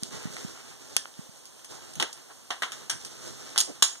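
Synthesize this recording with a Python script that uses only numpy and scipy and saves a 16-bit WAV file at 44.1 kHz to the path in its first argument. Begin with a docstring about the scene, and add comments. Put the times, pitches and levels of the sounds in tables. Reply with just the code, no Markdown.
"""Sharp clicks and duller knocks close by, probably drops and loose stones hitting rock in a narrow wet cave.
The near walls answer within milliseconds and the passage rings briefly. Clothing rustles and feet shuffle,
while faint drips tick further off over a soft hiss. Heard from a hand-held camera that the hand bumps;
its two microphones, the left one shaded, are cross-subtracted to widen the stereo."""
import sys
import numpy as np
from scipy import signal
from scipy.fft import rfft, irfft
from scipy.io import wavfile
from scipy.ndimage import uniform_filter1d, minimum_filter1d

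SR = 44100
rng = np.random.default_rng(int(sys.argv[2]) if len(sys.argv) > 2 else 0)


def generate_wav(sig):
    """Save sig (samples, or channels by samples) to the path in sys.argv[1] as 16-bit PCM at SR."""
    pcm = np.round(np.clip(np.atleast_2d(sig).T, -1, 1) * 32767).astype(np.int16)
    wavfile.write(sys.argv[1], SR, pcm)


N = 176400

# Middle, body and treble of the spectrum of a hit on rock: frequency_hz, level_db
HIT_MIDDLE = [(100, -13), (600, -17), (2000, -1), (3300, 15), (4200, 7.5), (5000, 3), (6500, 4.5),
              (9000, -16.5), (15000, -19)]
HIT_BODY = [(60, -25), (200, -1.5), (450, 0), (900, 3.5), (1400, 6), (1900, 6.5), (2400, -4), (3200, -1),
            (8000, -40)]
HIT_TREBLE = [(2000, -40), (5000, 12), (6800, 5), (8000, 8), (8800, 9.5), (10000, 3), (11200, -2),
              (12500, -13), (15000, -32)]


def undb(db):
    """Decibels to gain."""
    return 10 ** (np.asarray(db) / 20)


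def along(points, size):
    """A table over log frequency, read at the bins of a signal of this size."""
    hz, value = np.array(points, float).T
    return np.interp(np.log(np.fft.rfftfreq(size, 1 / SR) + 1), np.log(hz), value)


def minimum_phase(gain):
    """Shortest causal response with this gain per bin."""
    cepstrum = irfft(np.log(gain))
    half = len(cepstrum) // 2
    cepstrum[1:half] *= 2
    cepstrum[half + 1:] = 0
    return irfft(np.exp(rfft(cepstrum)))


def unit(x):
    """Scale each channel to energy 1."""
    return x / np.sqrt(np.sum(x ** 2, axis=-1, keepdims=True))


def tint(x, points):
    """Filter by a table of frequency_hz, level_db."""
    return irfft(rfft(x) * undb(along(points, N)), N)


def noise(points, grain_db=0):
    """Coloured noise at two microphones, rms 1; grain makes it crackle."""
    grains = np.repeat(rng.standard_normal(N // 40 + 1), 40)[:N]
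    white = rng.standard_normal((2, N)) * undb(grain_db * grains)
    return unit(tint(white, points)) * np.sqrt(N)


def waver(rate_hz, depth_db):
    """A gain that wanders at random around 1."""
    knots = rng.standard_normal(1000)
    return undb(depth_db * np.interp(np.arange(N) / SR * rate_hz, np.arange(len(knots)), knots))


def add(out, start_s, x):
    """Mix x in at start_s."""
    i = max(int(start_s * SR), 0)
    out[..., i:i + x.shape[-1]] += x[..., :max(N - i, 0)]


def passage(size=16384):
    """Response of the rock passage: dense early scatter, one distinct echo, a tail that dulls."""
    # Ring time of the passage: frequency_hz, t60_s
    ring_times = [(150, 0.28), (1000, 0.34), (3500, 0.27), (7000, 0.33), (14000, 0.17)]
    build_s, early_s, early_db = 0.0072, 0.013, 7
    echo_s, echo_db = 0.0111, -23.5
    t = np.arange(size) / SR
    spectrum = rfft(rng.standard_normal((2, size)))
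    bands_hz, t60s = np.array(ring_times).T
    tail = 0
    for hz, t60_s in zip(bands_hz, t60s):
        band = along(np.c_[bands_hz, bands_hz == hz], size)
        tail += irfft(spectrum * band) * undb(-60 * t / t60_s)
    build_up = 1 - np.exp(-(t / build_s) ** 2)
    early_lift = 1 + undb(early_db) * np.exp(-t / early_s)
    tail = unit(tail * build_up * early_lift)
    tail[:, int(echo_s * SR)] += undb(echo_db)
    return tail


def hiss(level_db=-52):
    """A soft, slightly wavering hiss behind everything."""
    # Colour of the hiss: frequency_hz, level_db
    colour = [(30, 3), (90, 2.5), (200, 4.5), (500, 4.5), (1200, -1), (2200, -8), (3500, -3.5), (6200, 0.5),
              (9000, -1.5), (11500, -12), (15000, -19)]
    return undb(level_db) * noise(colour) * waver(rate_hz=27, depth_db=0.7)


def drips(count=36, level_db=-46, spread_db=3):
    """Drops tick faintly on rock further along the passage."""
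    ticks = np.zeros((2, N))
    for when, strength in zip(rng.random(count), rng.standard_normal(count)):
        ticks[:, int(when * N)] = undb(level_db + spread_db * strength)
    ticks += signal.fftconvolve(ticks, passage(), axes=1)[:, :N]
    return tint(ticks, HIT_MIDDLE) + tint(ticks, HIT_BODY) + tint(ticks, HIT_TREBLE)


def shuffles():
    """Feet and sleeves rub in short, hollow swells."""
    # Shuffling moves: middle_s, half_length_s, level_db, centre_hz
    moves = [(0.16, 0.026, -43.5, 161), (1.755, 0.04, -51, 860), (1.98, 0.018, -42.5, 146),
             (2.023, 0.018, -36, 390), (2.311, 0.013, -48.5, 850), (2.952, 0.021, -45.5, 150),
             (3.32, 0.035, -51.5, 129), (3.698, 0.015, -40, 360), (3.955, 0.0031, -48.5, 1380)]
    t, out = np.arange(N) / SR, 0
    hz = np.geomspace(20, 20000, 40)
    for middle_s, half_length_s, level_db, centre_hz in moves:
        hump_db = -20 * np.log10(1 + np.log2(hz / centre_hz) ** 2)
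        rolloff_db = -10 * np.log10(1 + (hz / centre_hz / 2) ** 2)
        swell = np.exp(-((t - middle_s) / half_length_s) ** 2 / 2)
        out += undb(level_db) * swell * noise(np.c_[hz, hump_db + rolloff_db])
    return out


def rustles():
    """Clothing rubs near the microphones, a grainy swish above a lower scrape; the passage answers."""
    # Strokes of cloth: start_s, hold_s, level_db, extra_scrape_db
    strokes = [(0, 0.075, -47.5, -8.5), (0.1, 0.041, -41.5, 1), (0.183, 0.063, -47, 2.5),
               (0.286, 0.14, -44.5, -3), (0.433, 0.076, -47, -1.5), (0.52, 0.09, -52.5, 4),
               (0.627, 0.089, -50.5, 1), (0.782, 0.2, -51.5, -3), (1.16, 0.02, -51, -2.5),
               (1.681, 0.035, -42, -6), (1.792, 0.024, -52, 2.5), (1.822, 0.16, -54.5, 0),
               (2.151, 0.025, -54, 5), (2.68, 0.14, -51.5, 2), (2.974, 0.41, -49.5, -2),
               (3.201, 0.059, -44, -3.5), (3.372, 0.25, -49.5, 1), (3.695, 0.12, -55.5, 2)]
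    # Colours of the swish and the scrape: frequency_hz, level_db
    swish_colour = [(500, 7), (2200, -24.5), (3500, -2.5), (4400, -1), (6200, 0.5), (7500, -0.5),
                    (9500, -8), (11500, -15.5), (15000, -27)]
    scrape_colour = [(40, -25), (120, -4.5), (400, -3), (800, -1.5), (1250, 1.5), (1900, -2.5),
                     (3000, -5.5), (8000, -38)]
    attack_s, release_s = 0.03, 0.049
    scrape_db, passage_db = -6, -4
    t = np.arange(N) / SR
    swish_power = scrape_power = 0
    for start_s, hold_s, level_db, extra_scrape_db in strokes:
        attack = np.clip((t - start_s) / attack_s, 0, 1)
        release = np.exp(-np.maximum(t - start_s - hold_s, 0) / release_s)
        push = undb(level_db) * attack * release
        swish_power += push ** 2
        scrape_power += (push * undb(scrape_db + extra_scrape_db)) ** 2
    swish = np.sqrt(swish_power) * noise(swish_colour, grain_db=3)
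    scrape = np.sqrt(scrape_power) * noise(scrape_colour, grain_db=3)
    rub = (swish + scrape) * waver(rate_hz=45, depth_db=1.5)
    return rub + undb(passage_db) * signal.fftconvolve(rub, passage(), axes=1)[:, :N]


def hand_bumps(size=2048):
    """Heavily damped thuds of the camera body with a brief rub of skin, felt by the right microphone."""
    # Bumps of the hand: start_s, level_db
    bumps = [(0.0257, -25.5), (0.086, -39), (0.253, -22), (0.2706, -31), (0.299, -36), (0.344, -42),
             (0.4464, -24), (1.1901, -28), (1.29, -39), (2.001, -29.5)]
    thud_hz, rise_s, lead_s = 176, 0.0017, 0.0006
    rub_db, rub_decay_s = -23, 0.0068
    out, t = np.zeros((2, N)), np.arange(size) / SR
    thud = (t / rise_s) ** 2 * np.exp(-t / rise_s) * np.sin(2 * np.pi * thud_hz * (t + lead_s))
    thud /= np.abs(thud).max()
    for start_s, level_db in bumps:
        rub = signal.lfilter([0.5], [1, -0.7], rng.standard_normal(size)) * np.exp(-t / rub_decay_s)
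        add(out[1], start_s, undb(level_db) * (thud + undb(rub_db) * rub))
    return out


def stone_ring(t, detune=0.007):
    """The struck stone rings in high modes, tuned a little differently at every hit."""
    # Modes of the stone: pitch_hz, level_db, t60_s
    modes = [(3060, -39, 0.025), (3567, -17, 0.054), (4070, -4.5, 0.056), (5850, -7, 0.028),
             (6800, 6, 0.025), (7600, -2, 0.034), (8600, -13, .025)]
    ring = 0
    for pitch_hz, level_db, t60_s in modes:
        hz = pitch_hz * (1 + detune * rng.standard_normal())
        ring += undb(level_db - 60 * t / t60_s) * np.sin(2 * np.pi * hz * t)
    return unit(ring)


def knock(t, pitch_hz):
    """The struck spot knocks in two quickly damped modes."""
    # Modes of the spot: pitch_ratio, level_db, t60_s
    modes = [(0.998, 1, 0.023), (1.52, 4, 0.0078)]
    tone = sum(undb(level_db - 60 * t / t60_s) * np.cos(2 * np.pi * pitch_hz * ratio * t)
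               for ratio, level_db, t60_s in modes)
    band = signal.butter(1, [pitch_hz / 2, min(pitch_hz * 2, SR / 2 - 1)], 'band', fs=SR, output='sos')
    return unit(signal.sosfilt(band, tone))


def paths_to_microphones(t, walls_db, passage_db):
    """A hit arrives directly with a splash of grit, then from the near walls and the passage."""
    walls_s, spread_s, echo_s, echo_db = 0.0036, 0.00094, 0.0026, -19
    grit_s, grit_db = 0.0006, 3
    left_late_s = 0.00017  # the struck rock lies to the right
    size = len(t)
    paths = undb(passage_db) * passage()
    walls = unit(rng.standard_normal((2, size)) * np.exp(-((t - walls_s) / spread_s) ** 2 / 2))
    walls[:, int(echo_s * SR)] += undb(echo_db)
    grit = unit(rng.standard_normal((2, size)) * t * np.exp(-2 * t / grit_s))
    paths[:, :size] += undb(walls_db) * walls + undb(grit_db) * grit
    paths[1, 0] += 1
    paths[0, int(left_late_s * SR)] += 1
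    return paths


def rock_clicks(size=4096):
    """Each close hit on rock cracks, knocks and sets the stone ringing."""
    # Hits: start_s, level_db, body_db, treble_db, ring_db, walls_db, passage_db, knock_hz, knock_db
    hits = [(0.0338, -16, -29, 1, -24, -13, -8.5, 5850, -12),
            (0.367, -33, 12, -12, -14, -10, -1, 1354, 9.5),
            (0.9657, -5.5, -2, 4.5, -34, -3, -7.5, 1760, -9.5),
            (1.056, -38.5, 20.5, -12, -26, -17, -10, 1380, 6), (1.455, -37, -13, 3, -20, -4, 2, 6500, 8.5),
            (1.646, -39, 6, 8, -20, 5.5, 3, 6190, 10.5), (1.935, -45, -12, 12.5, -26, 8.5, 2, 8800, -14),
            (1.955, -28.5, -26, -8, 1, -3, 0.5, 6190, 4.5), (1.9991, -13, 1, -4.5, -16, 4.5, 7.5, 910, -4),
            (2.0254, -10, 7, -6.5, -11, 3, -2.5, 495, -5), (2.129, -37.5, -6, 13, -20, 5, 2, 6700, 2),
            (2.5048, -19.5, 8, -7.5, -15, 9.5, 8, 744, -5.5),
            (2.6217, -17, 8.5, -7, -14, 6.5, 8.5, 1040, -15),
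            (2.6332, -24.5, 14, -16, -17, 3.5, -2, 1340, 8), (2.720, -26, 4, 2.5, -1, 2.5, 5, 3700, -10),
            (2.8972, -18, -3, 4, -18, 7.5, 7, 1610, -4.5), (2.9005, -22.5, 11, 3, -14, -10, 5.5, 5660, 8),
            (3.049, -30, -1, 7.5, -24, 5, 4, 6200, -8), (3.560, -21, 9.5, -5, -11, -1, 4, 1340, -16),
            (3.5781, -9, -5, 7, -12, -4.5, 4.5, 945, -11.5), (3.5842, -15, 1, 11, -14, -7, 0, 6100, -13),
            (3.6033, -14, -20, 6, 7, 2, -3, 5940, 0), (3.6118, -16, -2, 10.5, -16, -5, -8, 3440, -10),
            (3.8241, 1, -2.5, 4.5, 5.5, -1, -3, 1134, -14)]
    out, t = np.zeros((2, N)), np.arange(size) / SR
    middle, body, treble = (undb(along(part, size)) for part in (HIT_MIDDLE, HIT_BODY, HIT_TREBLE))
    for start_s, level_db, body_db, treble_db, ring_db, walls_db, passage_db, knock_hz, knock_db in hits:
        power = middle ** 2 + (body * undb(body_db)) ** 2 + (treble * undb(treble_db)) ** 2
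        crack = minimum_phase(np.sqrt(power))
        hit = crack + undb(ring_db) * stone_ring(t) + undb(knock_db) * knock(t, knock_hz)
        paths = paths_to_microphones(t, walls_db, passage_db)
        add(out, start_s, undb(level_db) * signal.fftconvolve(paths, hit[None], axes=1))
    return out


def scene():
    """The cave at the two microphones, the left one shaded, plus handling noise."""
    # Response of the shaded left microphone: frequency_hz, gain_db
    shade = [(100, -8), (600, -7.5), (3000, 2), (4500, -9), (6500, -4), (8000, -9.5), (10000, -4.5),
             (13000, 3)]
    left, right = rustles() + rock_clicks() + drips() + shuffles() + hiss()
    return np.array([tint(left, shade), right]) + hand_bumps()


def record(dry):
    """The camera subtracts from each channel a late copy of the other, limits peaks and cuts both ends."""
    # Response of the subtracted copy: frequency_hz, gain_db
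    cross_response = [(100, -.3), (1500, -.1), (2500, 0), (5000, -.5), (7500, -2.5), (10000, -.3),
                      (15000, -1.5)]
    # Left channel against the right: frequency_hz, level_db
    balance = [(60, -2), (300, -2), (600, -2.5), (1400, 1), (2800, -0.5), (5500, -2.5), (9000, -1.5),
               (13000, 0.5)]
    cross_s, low_cut_hz, high_cut_hz, limiter_samples = 0.000397, 47, 15400, 130
    delay = np.exp(-2j * np.pi * np.fft.rfftfreq(N, 1 / SR) * cross_s)
    wide = dry - irfft(rfft(dry[::-1]) * delay * undb(along(cross_response, N)), N)
    wide = signal.sosfilt(signal.butter(2, low_cut_hz, 'high', fs=SR, output='sos'), wide)
    lean = undb(along(balance, N) / 2)
    wide = irfft(rfft(wide) * np.array([lean, 1 / lean]), N)
    headroom = 1 / np.maximum(np.abs(wide).max(axis=0), 1)
    limiter_gain = uniform_filter1d(minimum_filter1d(headroom, limiter_samples), limiter_samples)
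    high_cut = signal.ellip(8, 0.2, 70, high_cut_hz, fs=SR, output='sos')
    return signal.sosfilt(high_cut, wide * limiter_gain)


dry = scene()
out = record(dry)
generate_wav(out)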